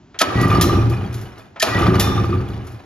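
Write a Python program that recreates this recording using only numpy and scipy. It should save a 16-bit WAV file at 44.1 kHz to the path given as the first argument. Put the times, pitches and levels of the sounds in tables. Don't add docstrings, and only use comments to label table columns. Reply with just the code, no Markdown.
import sys
import numpy as np
from scipy import signal
from scipy.fft import rfft, irfft, next_fast_len
from scipy.io import wavfile

SR = 44100
rng = np.random.default_rng(int(sys.argv[2]) if len(sys.argv) > 2 else 0)


def unload_audio(sound):
    columns = np.transpose(np.atleast_2d(sound))
    steps = np.round(np.clip(columns, -1, 1) * 32767)
    wavfile.write(sys.argv[1], SR, steps.astype(np.int16))


def volts_from_db(level):
    exponent = np.asarray(level, float) / 20
    return 10 ** exponent


N = 125685

# time in seconds, peak in dB.
CHIRPS_PULL_1 = [(0.2653, -31), (0.306, -22.5), (0.387, -23), (0.4361, -17), (0.4755, -18), (0.5183, -13.5),
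                 (0.5583, -14), (0.603, -16.5), (0.6438, -14.5), (0.6981, -15.5), (0.7566, -25),
                 (0.8273, -26.5), (0.9215, -32.5), (1.007, -40)]
# time in seconds, peak in dB.
CHIRPS_PULL_2 = [(1.73, -24), (1.7846, -24.5), (1.8297, -18), (1.8669, -23), (1.9058, -16), (1.944, -20.5),
                 (1.9878, -20.5), (2.0192, -21), (2.0748, -22.5), (2.1221, -22.5), (2.1814, -21),
                 (2.2456, -26), (2.298, -43), (2.3313, -24), (2.4033, -37.5)]
# frequency in Hz, level in dB per Hz.
RATTLE_COLOUR = [(140, -14.5), (300, -3), (520, -10.5), (1330, -9), (6540, -35), (8190, -37.5),
                 (10600, -35.5), (15000, -45.5)]
# frequency in Hz, level in dB per Hz.
CRACK_COLOUR = [(240, -46), (400, 1), (5110, -8.5), (7130, -12.5), (8430, -15.5), (10600, -14),
                (15000, -22.5)]


def rms_one(x):
    return x / np.sqrt(np.mean(x ** 2) + 1e-20)


def at_hz(points, hz):
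    p = np.array(points, float)
    return np.interp(np.log(np.maximum(hz, 1)), np.log(np.maximum(p[:, 0], 1)), p[:, 1])


def colour(x, spectrum):
    log_gain = at_hz(spectrum, np.linspace(0, SR / 2, 1025)) * np.log(10) / 20
    cepstrum = irfft(log_gain)
    cepstrum[1:1024] *= 2
    cepstrum[1025:] = 0
    return signal.fftconvolve(x, irfft(np.exp(rfft(cepstrum))))[:N]


def coloured_noise(spectrum):
    return colour(rng.standard_normal(N), spectrum)


def drift(rate_hz):
    r = np.exp(-2 * np.pi * rate_hz / SR)
    slow = signal.lfilter([1], [1, -2 * r, r * r], rng.standard_normal(N + SR))
    return rms_one(slow[SR:])


def low(x, hz):
    r = np.exp(-2 * np.pi * hz / SR)
    return signal.lfilter([1 - r], [1, -r], x)


def butter(x, order, hz, kind):
    return signal.sosfilt(signal.butter(order, hz, kind, fs=SR, output="sos"), x)


def ring(x, hz, t60):
    r, w = volts_from_db(-60 / (t60 * SR)), 2 * np.pi * hz / SR
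    return signal.lfilter([0, np.sin(w)], [1, -2 * r * np.cos(w), r * r], x + 1e-18)


def clicks(s, gains):
    out = np.zeros(N)
    np.add.at(out, (np.asarray(s) * SR).astype(int), gains)
    return out


def strike(rows, modes, spread_db):
    s, db = np.array(rows)[:, :2].T
    luck = spread_db * rng.standard_normal((len(s), len(modes)))
    out = np.zeros(N)
    for k, (hz, mode_db, t60) in enumerate(modes):
        out += ring(clicks(s, volts_from_db(db + mode_db + luck[:, k])), hz, t60)
    return out


def burst(s, db, t60):
    return signal.lfilter([1], [1, -volts_from_db(-60 / (t60 * SR))], clicks(s, volts_from_db(db)) + 1e-18)


def exhaust():
    # time in seconds, strength in dB.
    thumps_1 = [(.275, -18), (.356, -5), (0.416, -7.5), (0.456, -4), (.498, -3.5), (0.541, -4.5),
                (0.585, -4), (.633, -1), (0.668, -10.5), (0.729, -8.5), (.785, -10), (0.861, -13.5),
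                (0.898, -19), (0.981, -18.5), (1.031, -18), (1.100, -44.5), (1.150, -24.5), (1.223, -28)]
    # time in seconds, strength in dB.
    thumps_2 = [(1.685, -23), (1.754, -7.5), (1.811, -5), (1.845, -11.5), (1.884, 0.5), (1.924, -5),
                (1.959, -5), (2.011, -12.5), (2.052, -12.5), (2.088, -21), (2.154, -9), (2.212, -12.5),
                (2.292, -12.5), (2.338, -12), (2.401, -19), (2.499, -19.5), (2.572, -26), (2.637, -29.5),
                (2.709, -33)]
    # frequency in Hz, level in dB, t60 in seconds.
    modes = [(60.5, -16.5, 0.18), (104.3, -3.5, 0.27), (115.3, 6, 0.38), (177.9, 0.5, 0.086),
             (202.1, -11.5, 0.65), (273.5, -2, 0.11), (336.2, -3.5, 0.17), (366.3, -10.5, 0.47),
             (791.7, -15.5, 0.5)]
    luck_db, thump_cut_hz, choke_db = 1.5, 630, -8.5
    thumps = [*thumps_1, *thumps_2]
    s, db = np.transpose(thumps)

    flow = rng.standard_normal(N)
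    gusts = low(burst(s, db - 14, 0.46), 20.6)
    drone = [volts_from_db(mode_db) * rms_one(ring(flow, hz, 0.57 * t60)) for hz, mode_db, t60 in modes]

    strokes = [*CHIRPS_PULL_1[2:], *CHIRPS_PULL_2[1:]]
    push = volts_from_db(13) * low(strike(strokes, modes[:3], luck_db), 150)
    deep_thump = low(strike(thumps, modes[:3], luck_db) + push, 235)
    deep = gusts * sum(drone[:3]) - volts_from_db(-9.5) * deep_thump
    swing = low(np.abs(signal.hilbert(deep)), 73)
    deep /= np.sqrt(1 + (swing / volts_from_db(choke_db)) ** 2)

    upper_thump = low(low(strike(thumps, modes[3:], luck_db), thump_cut_hz), thump_cut_hz)
    upper = volts_from_db(-5.5) * gusts * sum(drone[3:]) - volts_from_db(-6) * upper_thump
    puff = rms_one(coloured_noise(RATTLE_COLOUR)) * low(burst(s, db - 19, 0.086), 56)
    return deep + upper + puff


def intake():
    # frequency in Hz, level in dB, t60 in seconds.
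    modes = [(1199.4, -3, 0.06), (1268, -1.5, 0.037), (1139, -15, 0.022)]
    swell_s, whistle_lead_s, chuff_lead_s = 0.01185, 0.00392, 0.0094
    s, db = np.transpose([*CHIRPS_PULL_1, *CHIRPS_PULL_2])

    size = int(swell_s * SR) + 2
    swell = np.hanning(size) * np.cos(2 * np.pi * modes[0][0] * np.arange(size) / SR)
    rung = strike(np.transpose([s - whistle_lead_s, db]), modes, spread_db=1.5)
    whistle = np.convolve(rung, swell / (0.12 * size))[size // 3:N + size // 3] * volts_from_db(3)
    whistle *= volts_from_db(1.5 * drift(150))

    wind = rms_one(butter(rng.standard_normal(N), 2, [900, 3320], "band"))
    chuff = wind * low(burst(s - chuff_lead_s, db - 12.5, 0.084), 200)
    return whistle + chuff


def catches():
    # time in seconds, peak in dB, low edge in Hz, high edge in Hz, burst t60 in seconds.
    contacts = [(0.1439, -31.5, 503, 2440, 0.19), (0.189, -15, 3170, 14200, 0.15),
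                (0.205, -13.5, 1430, 9100, 0.1), (0.211, -17, 510, 14000, 0.08),
                (0.2155, 0, 252, 13900, 0.06), (0.2209, -13, 251, 3010, 0.03),
                (1.5600, -29.5, 520, 2420, 0.24), (1.5997, -14.5, 2700, 13200, 0.057),
                (1.605, -13.5, 1630, 1980, 0.092), (1.618, -13, 2480, 14000, 0.31),
                (1.625, -2.5, 2000, 14000, 0.045), (1.6262, -9.5, 410, 7300, 0.06),
                (1.626, -17.5, 197, 5000, 0.081), (1.6420, -17, 200, 1990, 0.062)]
    # frequency in Hz, level in dB, t60 in seconds.
    housing = [(662, 3, .18), (1055, 0, .12), (1290, 2, .1), (1800, 1, .08), (2433, 1, .04),
               (3230, 2, .035), (3380, 0, .03), (4520, -1, .03), (5330, -4, .025), (6460, -2, .025)]
    out = np.zeros(N)
    noise = rms_one(coloured_noise(CRACK_COLOUR))
    for s, db, low_hz, high_hz, t60 in contacts:
        crack = noise * low(burst([s], db - 3, t60), 290)
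        hit = volts_from_db(-14) * strike([(s, db)], housing, spread_db=0) + crack
        out += butter(hit, 2, [low_hz, high_hz], "band")
    return out


def bright_crack():
    return rms_one(signal.lfilter([1, -.8], [1], coloured_noise(CRACK_COLOUR)))


def releases():
    # time in seconds, peak in dB.
    let_go = [
        (0.6111, -12.5),
        (1.9965, -14),
    ]
    # frequency in Hz, first pull in dB, second pull in dB, t60 in seconds.
    cup = [(1798, -14, -16, .16), (3289, -8, -8, .05), (3570, -20, -4, .55), (3640, -24, -9, .45),
           (4025, -9, -14, .45), (4083, -12, -18, .4), (5610, -15, -7, .45), (5674, -10, -11, .45),
           (10270, -18, -18, .2), (10790, -13, -11, .12)]
    out = np.zeros(N)
    noise = bright_crack()
    for k, (s, db) in enumerate(let_go):
        modes = [(m[0], m[1 + k], m[3]) for m in cup]
        out += volts_from_db(-3.5) * strike([(s, db)], modes, spread_db=0) * volts_from_db(1.5 * drift(60))
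        first, second = burst([s], db + 0.5, 0.054), burst([s + 0.0098], db - 7, 0.089)
        tail = burst([s], db, 0.22)
        out += noise * low(first + second + tail, 500)
    return out


def effort_db():
    # time in seconds, level in dB.
    effort = [(0.203, -125), (0.221, -22), (.30, -36), (.60, -29.5), (.86, -46), (1.10, -50.5),
              (1.40, -56.5), (1.55, -76), (1.617, -99), (1.635, -27), (1.718, -36), (1.999, -29.5),
              (2.139, -42), (2.40, -48.5), (2.85, -59.5)]
    s, db = np.transpose(effort)
    return np.interp(np.arange(N) / SR, s, db)


def rattle():
    # frequency in Hz, level in dB, t60 in seconds.
    modes = [(775, -6, .03), (2460, -8, .04), (2940, -9, .025), (3490, -12, .025), (3930, -15, .025),
             (4510, -15, .04), (5350, -18, .04), (6070, -22, .03)]
    knocks_per_s = 900
    sizes = volts_from_db(3.5 * np.minimum(rng.exponential(1, N), 4)) * rng.choice([-1, 1], N)
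    knocks = sizes * (rng.random(N) < knocks_per_s / SR)
    struck = rng.integers(0, len(modes), N)
    cases = np.zeros(N)
    for k, (hz, db, t60) in enumerate(modes):
        cases += volts_from_db(db) * ring(knocks * (struck == k), hz, t60)
    hiss = rms_one(colour(0.66 * rms_one(knocks) + rng.standard_normal(N), RATTLE_COLOUR))
    flutter_db = 1.8 * drift(22)
    return (hiss + volts_from_db(-9) * rms_one(cases)) * volts_from_db(effort_db() + 9.5 + flutter_db)


def pings():
    # time in seconds, peak in dB, frequency in Hz, t60 in seconds.
    parts = [(.190, -17, 3171, .054), (.191, -21, 5335, .035), (.191, -19, 6444, .04),
             (.2035, -20, 1782, .06), (.2075, -22, 5620, .05), (.211, -13, 1287, .1), (.214, -10, 668, .07),
             (.2145, -20, 3182, .05), (.217, -18, 4517, .05), (.229, -17, 1300, .05),
             (.356, -27, 2330, .05), (.430, -28, 4510, .08), (.430, -25, 2470, .06),
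             (.5486, -25, 4510, .09), (.5486, -28, 5350, .07), (.572, -29, 4510, .07),
             (.615, -13, 3170, .04), (.6165, -17, 1800, .12), (.626, -13, 3250, .05),
             (1.042, -38, 2420, .06), (1.046, -40, 3300, .1), (1.39, -38, 650, .1),
             (1.5985, -22, 6900, .04), (1.5985, -22, 4900, .04), (1.6, -21, 3200, .05),
             (1.602, -25, 5330, .05), (1.62, -20, 3400, .04), (1.624, -18, 4100, .04),
             (1.6275, -12, 662, .1), (1.6275, -16, 2433, .08), (1.642, -18, 1314, .08),
             (1.642, -24, 4479, .06), (1.861, -25, 2440, .07), (1.9536, -24, 2960, .05),
             (1.956, -26, 4510, .08), (1.999, -15, 3400, .03), (2.006, -19, 1800, .1),
             (2.01, -19, 2800, .03), (2.1776, -30, 3640, .08), (2.4804, -43, 3340, .08)]
    rung = sum(ring(clicks([s], volts_from_db(db)), hz, t60) for s, db, hz, t60 in parts)
    return butter(rung, 2, 400, "high")


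def ticks():
    # time in seconds, peak in dB.
    touches = [(0.3651, -53), (0.412, -10), (0.4785, -17), (0.509, -30), (0.5482, -23), (0.8965, -20.5),
               (1.0444, -36), (1.128, -26.5), (1.141, -20.5), (1.2116, -27.5), (1.382, -32), (1.788, -17),
               (1.9355, -57.5), (1.953, -21), (2.2494, -28), (2.4841, -32), (2.6456, -37.5), (2.668, -28),
               (2.717, -38)]
    s, db = np.transpose(touches)
    tick, tail = burst(s, db - 18, .04), burst(s, db - 22.5, 0.33)
    return bright_crack() * low(tick + tail, 150)


def squeaks():
    # start in seconds, length in seconds, frequency in Hz, level in dB.
    rubs = [
        (0.345, 0.135, 1933, -26),
        (1.70, 0.06, 1933, -28),
        (1.745, 0.04, 1933, -20),
        (0.27, 0.07, 1320, -29),
        (.27, 0.07, 450, -27),
        (1.605, .02, 1800, -16),
    ]
    t, out = np.arange(N) / SR, np.zeros(N)
    for s, length, hz, db in rubs:
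        shape = np.clip(np.minimum(t - s, s + length - t) / .02, 0, 1)
        waver = rms_one(ring(rng.standard_normal(N), hz, 0.083))
        out += volts_from_db(db) * shape * (np.sin(2 * np.pi * hz * t) + .5 * waver)
    return out


def barn(x):
    t60_s, wall_cut_hz = 1, 3200
    t = np.arange(SR) / SR
    echoes = rng.standard_normal((2, SR)) * (t > .008)
    dull = low(echoes, wall_cut_hz / 4) * volts_from_db(-60 * t / t60_s)
    bright = low(echoes, wall_cut_hz) * volts_from_db(-60 * t / (0.46 * t60_s))
    tail = dull + bright
    tail /= np.sqrt(np.sum(tail ** 2, axis=1, keepdims=True))
    return signal.fftconvolve(x[None], tail, axes=1)[:, :N]


def still_air():
    # frequency in Hz, level in dB per Hz.
    spectrum = [(24, -42.5), (40, -6.5), (370, -13.5), (535, -37.5), (583, -22.5), (7000, -44), (9100, -71),
                (15400, -120)]
    noise = rng.standard_normal(N) + 0.1 * rng.standard_normal((2, N))
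    return np.array([volts_from_db(-48) * rms_one(colour(channel, spectrum)) for channel in noise])


def scene():
    pipe = exhaust()
    metal = intake() + catches() + releases() + rattle() + pings() + ticks() + squeaks()
    return pipe + metal + volts_from_db(-13) * barn(metal + .15 * pipe) + still_air()


def limiter(x):
    limit_db, ratio, release_db_per_s = -5, .7, 80
    ramp = release_db_per_s * np.arange(N) / SR
    peak_db = 20 * np.log10(np.abs(x).max(axis=0) + 1e-9)
    level = np.maximum.accumulate(peak_db + ramp) - ramp
    return x * volts_from_db(low(-ratio * np.maximum(level - limit_db, 0), 37))


def low_pass(x):
    return signal.sosfilt(signal.butter(12, 15770, fs=SR, output="sos"), x)


def record(dry):
    # frequency in Hz, difference in dB.
    width = [(60, -26), (160, -19), (380, -12), (950, -8), (2400, -7), (5000, -3), (9000, -.5), (14000, .7)]
    size = next_fast_len(N + 4096)
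    hz = np.arange(size // 2 + 1) * SR / size
    turn = np.exp(1j * np.arctan(volts_from_db(at_hz(width, hz))) * np.array([[1], [-1]]))
    notch_db = -28 * np.exp(-((hz - 8450) / 700) ** 4)
    shelf_db = -19 / (1 + np.exp((14500 - hz) / 60))
    x = irfft(rfft(limiter(dry), size) * turn * volts_from_db(notch_db + shelf_db), size)[:, :N]
    x = butter(x, 3, 58.5, "high")
    x = butter(x, 10, 15400, "low")
    x = .95 * np.tanh(x / .95)
    return low_pass(x)


dry = scene()
out = record(dry)
unload_audio(out)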